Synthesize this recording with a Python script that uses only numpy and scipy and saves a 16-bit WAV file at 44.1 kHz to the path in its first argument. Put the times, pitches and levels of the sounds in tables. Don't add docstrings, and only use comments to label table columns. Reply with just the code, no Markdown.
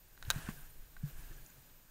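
import sys
import numpy as np
from scipy import signal
from scipy.fft import rfft, irfft
from scipy.io import wavfile
from scipy.ndimage import uniform_filter1d

SR = 44100
rng = np.random.default_rng(int(sys.argv[2]) if len(sys.argv) > 2 else 0)


def store_pcm(level_fs):
    pcm = np.round(np.clip(level_fs, -1, 1) * 32767).astype(np.int16)
    wavfile.write(sys.argv[1], SR, np.atleast_2d(pcm).T)


def boost_factor(decibels):
    exponent = np.asarray(decibels, float) / 20
    return 10 ** exponent


N = 83790
TIME = np.arange(N) / SR


def curve(rows):
    return np.interp(TIME, *np.array(rows).T)


def unit(x):
    return x / np.sqrt(np.mean(x ** 2))


def ring(x, hz, t60):
    pole = np.exp(2j * np.pi * hz / SR - np.log(1000) / (t60 * SR))
    return signal.lfilter([1], [1, -pole], x).imag


def band(x, hz, width):
    return signal.lfilter(*signal.iirpeak(hz, hz / width, fs=SR), x)


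def walk(rate):
    hold = int(SR / rate)
    steps = np.repeat(rng.standard_normal(N // hold + 1), hold)
    return unit(uniform_filter1d(uniform_filter1d(steps, hold), hold)[:N])


def bump(start, length):
    return np.exp(-(2 * (TIME - start) / length) ** 2)


def whine():
    whine_hz, side_hz = 13714, 10204
    # centre in seconds, level in dB, length in seconds.
    side_swells = [
        (.575, -71, .07),
        (0.742, -73, .06),
        (.97, -80, .06),
        (1.197, -68.5, .06),
        (1.46, -69, .07),
    ]
    phase = 2 * np.pi * whine_hz * TIME
    main = boost_factor(-64.5 + 1.8 * walk(70)) * np.sin(phase)
    half = boost_factor(-77.5) * np.sin(phase / 2)
    side_level = sum(boost_factor(db) * bump(start, length) for start, db, length in side_swells)
    return main + half + side_level * np.sin(phase * side_hz / whine_hz)


def hiss():
    # time in seconds, gain in dB.
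    gate = [(0, -4.5), (.168, -6), (.3, 1), (.364, 3), (.454, -4.5), (.508, 4), (.618, -1.5), (1.035, -5.5),
            (1.1, 3.5), (1.152, -6.5), (1.196, 0), (1.598, -3.5), (1.9, -6.5)]
    # frequency in Hz, density in dB per Hz.
    colour = [(60, -2.5), (133, 0.5), (200, -7.5), (850, -14.5), (5600, -19.5), (12000, -18.5),
              (14500, -21.5), (16000, -15)]
    bin_hz = np.maximum(np.arange(N // 2 + 1) * SR / N, 1)
    colour_hz, colour_db = np.array(colour).T
    shape = boost_factor(np.interp(np.log(bin_hz), np.log(colour_hz), colour_db)) * (bin_hz > 40)
    noise = unit(irfft(rfft(rng.standard_normal(N)) * shape, N))
    noise = noise * boost_factor(-58.5 + .5 * walk(8))
    opening = boost_factor(uniform_filter1d(curve(gate), size=SR // 20))
    return opening * (noise + np.sqrt(2) * whine())


def rumble(hz):
    noise = band(rng.standard_normal(N), hz, hz)
    return unit(band(band(noise, hz, 0.87 * hz), hz, 2 * hz))


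def sway():
    # time in seconds, level in dB.
    sway_level = [(0.0, -44.5), (0.094, -64), (0.322, -35.5), (0.418, -51), (0.444, -49), (0.73, -56),
                  (0.788, -47), (0.926, -57), (1.052, -49), (1.084, -76), (1.136, -42), (1.434, -51),
                  (1.476, -76), (1.54, -57.5), (1.872, -70), (1.9, -54)]
    swings = unit(rumble(17.8) + boost_factor(-10.5) * rumble(36.4))
    return swings * boost_factor(uniform_filter1d(curve(sway_level), size=SR // 40))


def rub():
    grains_per_s, grain_db, flicker_db = 6000, 1.7, 1.5
    # time in seconds, level in dB.
    effort = [(0, -81.5), (.16, -75), (.23, -69.5), (.29, -59), (.33, -55), (.45, -56.5), (.5, -53.5),
              (.54, -67.5), (.66, -66), (.72, -76), (.95, -78), (1.04, -69), (1.09, -65.5), (1.24, -63.5),
              (1.33, -68.5), (1.4, -71.5), (1.72, -77.5), (1.9, -74)]
    # pitch in Hz, width in Hz, level in dB.
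    cloth = [
        (140.7, 19, -1),
        (306, 190, -9.5),
        (877, 1150, -5.5),
        (1591, 325, -2),
        (2694, 960, -7),
        (4430, 4100, -12.5),
        (8300, 5800, -4.5),
    ]
    out = 0
    for hz, width, db in cloth:
        chance = rng.random((3, N))
        present = chance[0] < grains_per_s / SR
        size = boost_factor(-grain_db * np.log(1 - chance[1]))
        grains = present * size * np.sign(chance[2] - .5)
        rustle = unit(band(band(grains, hz, 1.26 * width), hz, 1.26 * width))
        out = out + boost_factor(db + flicker_db * walk(35.6)) * rustle
    return out * boost_factor(curve(effort))


def tinkles():
    # centre in seconds, pitch in Hz, level in dB, length in seconds.
    touches = [(.545, 9400, -70, .01), (.575, 9500, -68, .01), (.610, 9600, -63, .012),
               (.618, 9000, -69, .008), (.642, 11800, -62, .01), (.652, 7200, -68, .008),
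               (.667, 9400, -68, .006), (.700, 9500, -65, .01), (.709, 9000, -65, .01),
               (.625, 10200, -69, .01), (1.345, 7000, -69, .02), (1.365, 6000, -67, .008),
               (1.365, 8500, -68, .006), (1.463, 7000, -56, .004), (1.464, 6100, -57, .004),
               (1.502, 7000, -62, .008), (.17, 4000, -68, .006), (.393, 3800, -65, .005),
               (1.316, 1750, -61, .014), (.59, 9700, -70, .03), (.492, 1750, -45, .007),
               (.251, 3000, -58, .004), (.2525, 3900, -62, .005), (.468, 3800, -58, .004),
               (.381, 4300, -63, .004), (1.328, 1600, -64, .012), (1.488, 6200, -69, .006),
               (1.452, 6900, -69, .006), (1.466, 2500, -70, .005), (1.503, 6100, -69, .008),
               (1.335, 6000, -70, .015), (1.385, 8800, -70, .006), (.300, 3000, -60, .002),
               (.352, 1500, -49, .007), (.361, 1650, -57, .006), (.383, 1550, -56, .01),
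               (.406, 1700, -58, .005), (.468, 1600, -58, .01), (.478, 1750, -59, .008),
               (.514, 1700, -59, .008), (.493, 1400, -50, .005), (.265, 1650, -64, .012),
               (.295, 1700, -60, .006), (.231, 1800, -57, .003), (.578, 1620, -62, .02),
               (1.075, 1150, -67, .015), (.332, 3900, -60, .005), (1.378, 1650, -66, .02),
               (.501, 2600, -62, .005)]
    out = np.zeros(N)
    for start, hz, db, length in touches:
        rough = unit(band(rng.standard_normal(N), hz, hz / 12))
        tone = np.sin(2 * np.pi * hz * TIME) + .7 * rough
        out += boost_factor(db) * tone * bump(start, length)
    return out


def mount():
    rise_cycles, contact_cycles, gain_db = .24, .26, 2
    # start in seconds, level in dB, pitch in Hz, 60 dB decay in seconds,
    # direction of the first swing (1 or -1).
    thumps = [(.2750, -40, 105, .03, 1), (.2797, -30, 105, .05, -1), (.3603, -24, 130, .045, -1),
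              (.3703, -39, 145, .1, 1), (.3830, -36, 150, .06, -1), (.4878, -23, 200, .028, 1),
              (.4975, -43, 155, .13, -1), (1.0285, -44, 190, .07, -1), (1.0357, -27.5, 145.5, .12, 1),
              (.4875, -45, 700, .012, 1), (.4880, -37, 1100, .02, -1), (.4872, -48, 2700, .015, 1),
              (.3598, -45, 950, .015, -1), (1.304, -49, 135, .1, -1), (1.31, -53, 330, .08, 1),
              (1.58, -52, 130, .06, -1), (1.6, -52, 70, .1, 1), (.68, -52, 80, .1, 1),
              (.44, -44, 75, .15, -1), (.384, -46, 270, .04, -1), (.403, -47, 140, .06, 1),
              (.4905, -43, 450, .015, -1), (1.185, -52, 134, .12, 1), (.25, -46, 70, .1, -1),
              (1.038, -42, 70, .03, -1), (.535, -50, 90, .08, 1), (.61, -53, 130, .1, 1),
              (.465, -47, 100, .08, 1)]
    out = np.zeros(N)
    for start, db, hz, t60, way in thumps:
        since = np.maximum(TIME - start, 0)
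        rise = 1 - np.exp(-since * hz / rise_cycles)
        swing = np.sin(2 * np.pi * hz * since) * boost_factor(-60 * since / t60) * rise
        contact = int(contact_cycles * SR / hz)
        push = uniform_filter1d(uniform_filter1d(swing, contact), contact)
        out += way * boost_factor(db + gain_db) * push
    return out


def case():
    grit_per_ms, main_low_hz, main_high_hz, top_hz = .3, 1400, 2000, 5500
    crack_db, crack_t60, crack_hz = -14, .007, 10000
    # start in seconds, level in dB, side modes in dB, top modes in dB,
    # contact length in milliseconds.
    ticks = [(.1768, -45, -12, -12, .2), (.2263, -35, -5, -9, .1), (.2355, -48, -14, -18, .4),
             (.2495, -58, 4, -10, 2), (.3027, -18, 0, 1, .1), (.3085, -25, 1, 1, .1),
             (.3117, -30, 0, -6, .1), (.3140, -34, 1, -10, .3), (.3172, -34, -16, -20, .5),
             (.3215, -40, -14, -20, .5), (.3490, -56, -16, -16, 4), (.3595, -46, -8, -14, 1),
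             (.3800, -60, 2, 0, 3), (.4665, -57, 2, 0, 2), (.4875, -41, -16, -20, .4),
             (.4920, -41, -22, -22, .5), (.9663, -41, -20, -30, .4), (.9690, -42, -20, -30, .4),
             (1.2380, -57, -6, -10, 2), (1.3300, -56, -14, -14, 2), (1.6980, -55, -4, -10, .3)]
    # pitch in Hz, level in dB, 60 dB decay in seconds.
    modes = [(700, -25, 0.0023), (1250, -11.5, 0.0018), (1551, -4, 0.015), (1863, -17.5, 0.012),
             (2480, -7.5, 0.0054), (3053, -11.5, 0.013), (3840, 0, 0.0088), (5330, -12, 0.0092),
             (5940, -8.5, 0.0081), (6710, -5, 0.008), (7730, -12, 0.0077), (8840, -8, 0.0063),
             (11070, -6.5, 0.0049), (15100, -7, 0.0043)]
    blows = np.zeros((3, N))
    t = np.arange(600) / SR
    grit = rng.standard_normal((len(ticks), 600))
    for (start, db, side_db, top_db, ms), rough in zip(ticks, grit):
        i = int(start * SR)
        push = np.exp(-1000 * t / ms) * rough * grit_per_ms * min(ms, 1)
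        push[0] = 1
        blows[:, i:i + 600] += push * boost_factor(db + np.array([[0], [side_db], [top_db]]))

    crack = band(grit[0], crack_hz, crack_hz) * boost_factor(crack_db - 60 * t / crack_t60)
    out = signal.fftconvolve(blows[2], crack)[:N]
    for k, (hz, db, t60) in enumerate(modes):
        is_main = main_low_hz < hz < main_high_hz
        group = int(not is_main) + int(hz > top_hz)
        sign = -1 if hz > main_high_hz and k % 2 else 1
        out = out + sign * boost_factor(db) * ring(blows[group], hz, t60)
    return out


def scene():
    top = signal.ellip(14, .3, 80, 15750, fs=SR, output="sos")
    steady = signal.sosfilt(top, rub() + hiss() + tinkles())
    ticks = signal.lfilter(*signal.butter(2, 540, "high", fs=SR), case())
    return (ticks + mount() + sway() + steady)[None]


def roll_off(x):
    return signal.sosfilt(signal.butter(12, 16870, fs=SR, output="sos"), x)


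def record(dry):
    cut = signal.sosfilt(signal.ellip(10, .3, 80, 16500, fs=SR, output="sos"), dry)
    return roll_off(cut)


dry = scene()
out = record(dry)
store_pcm(out)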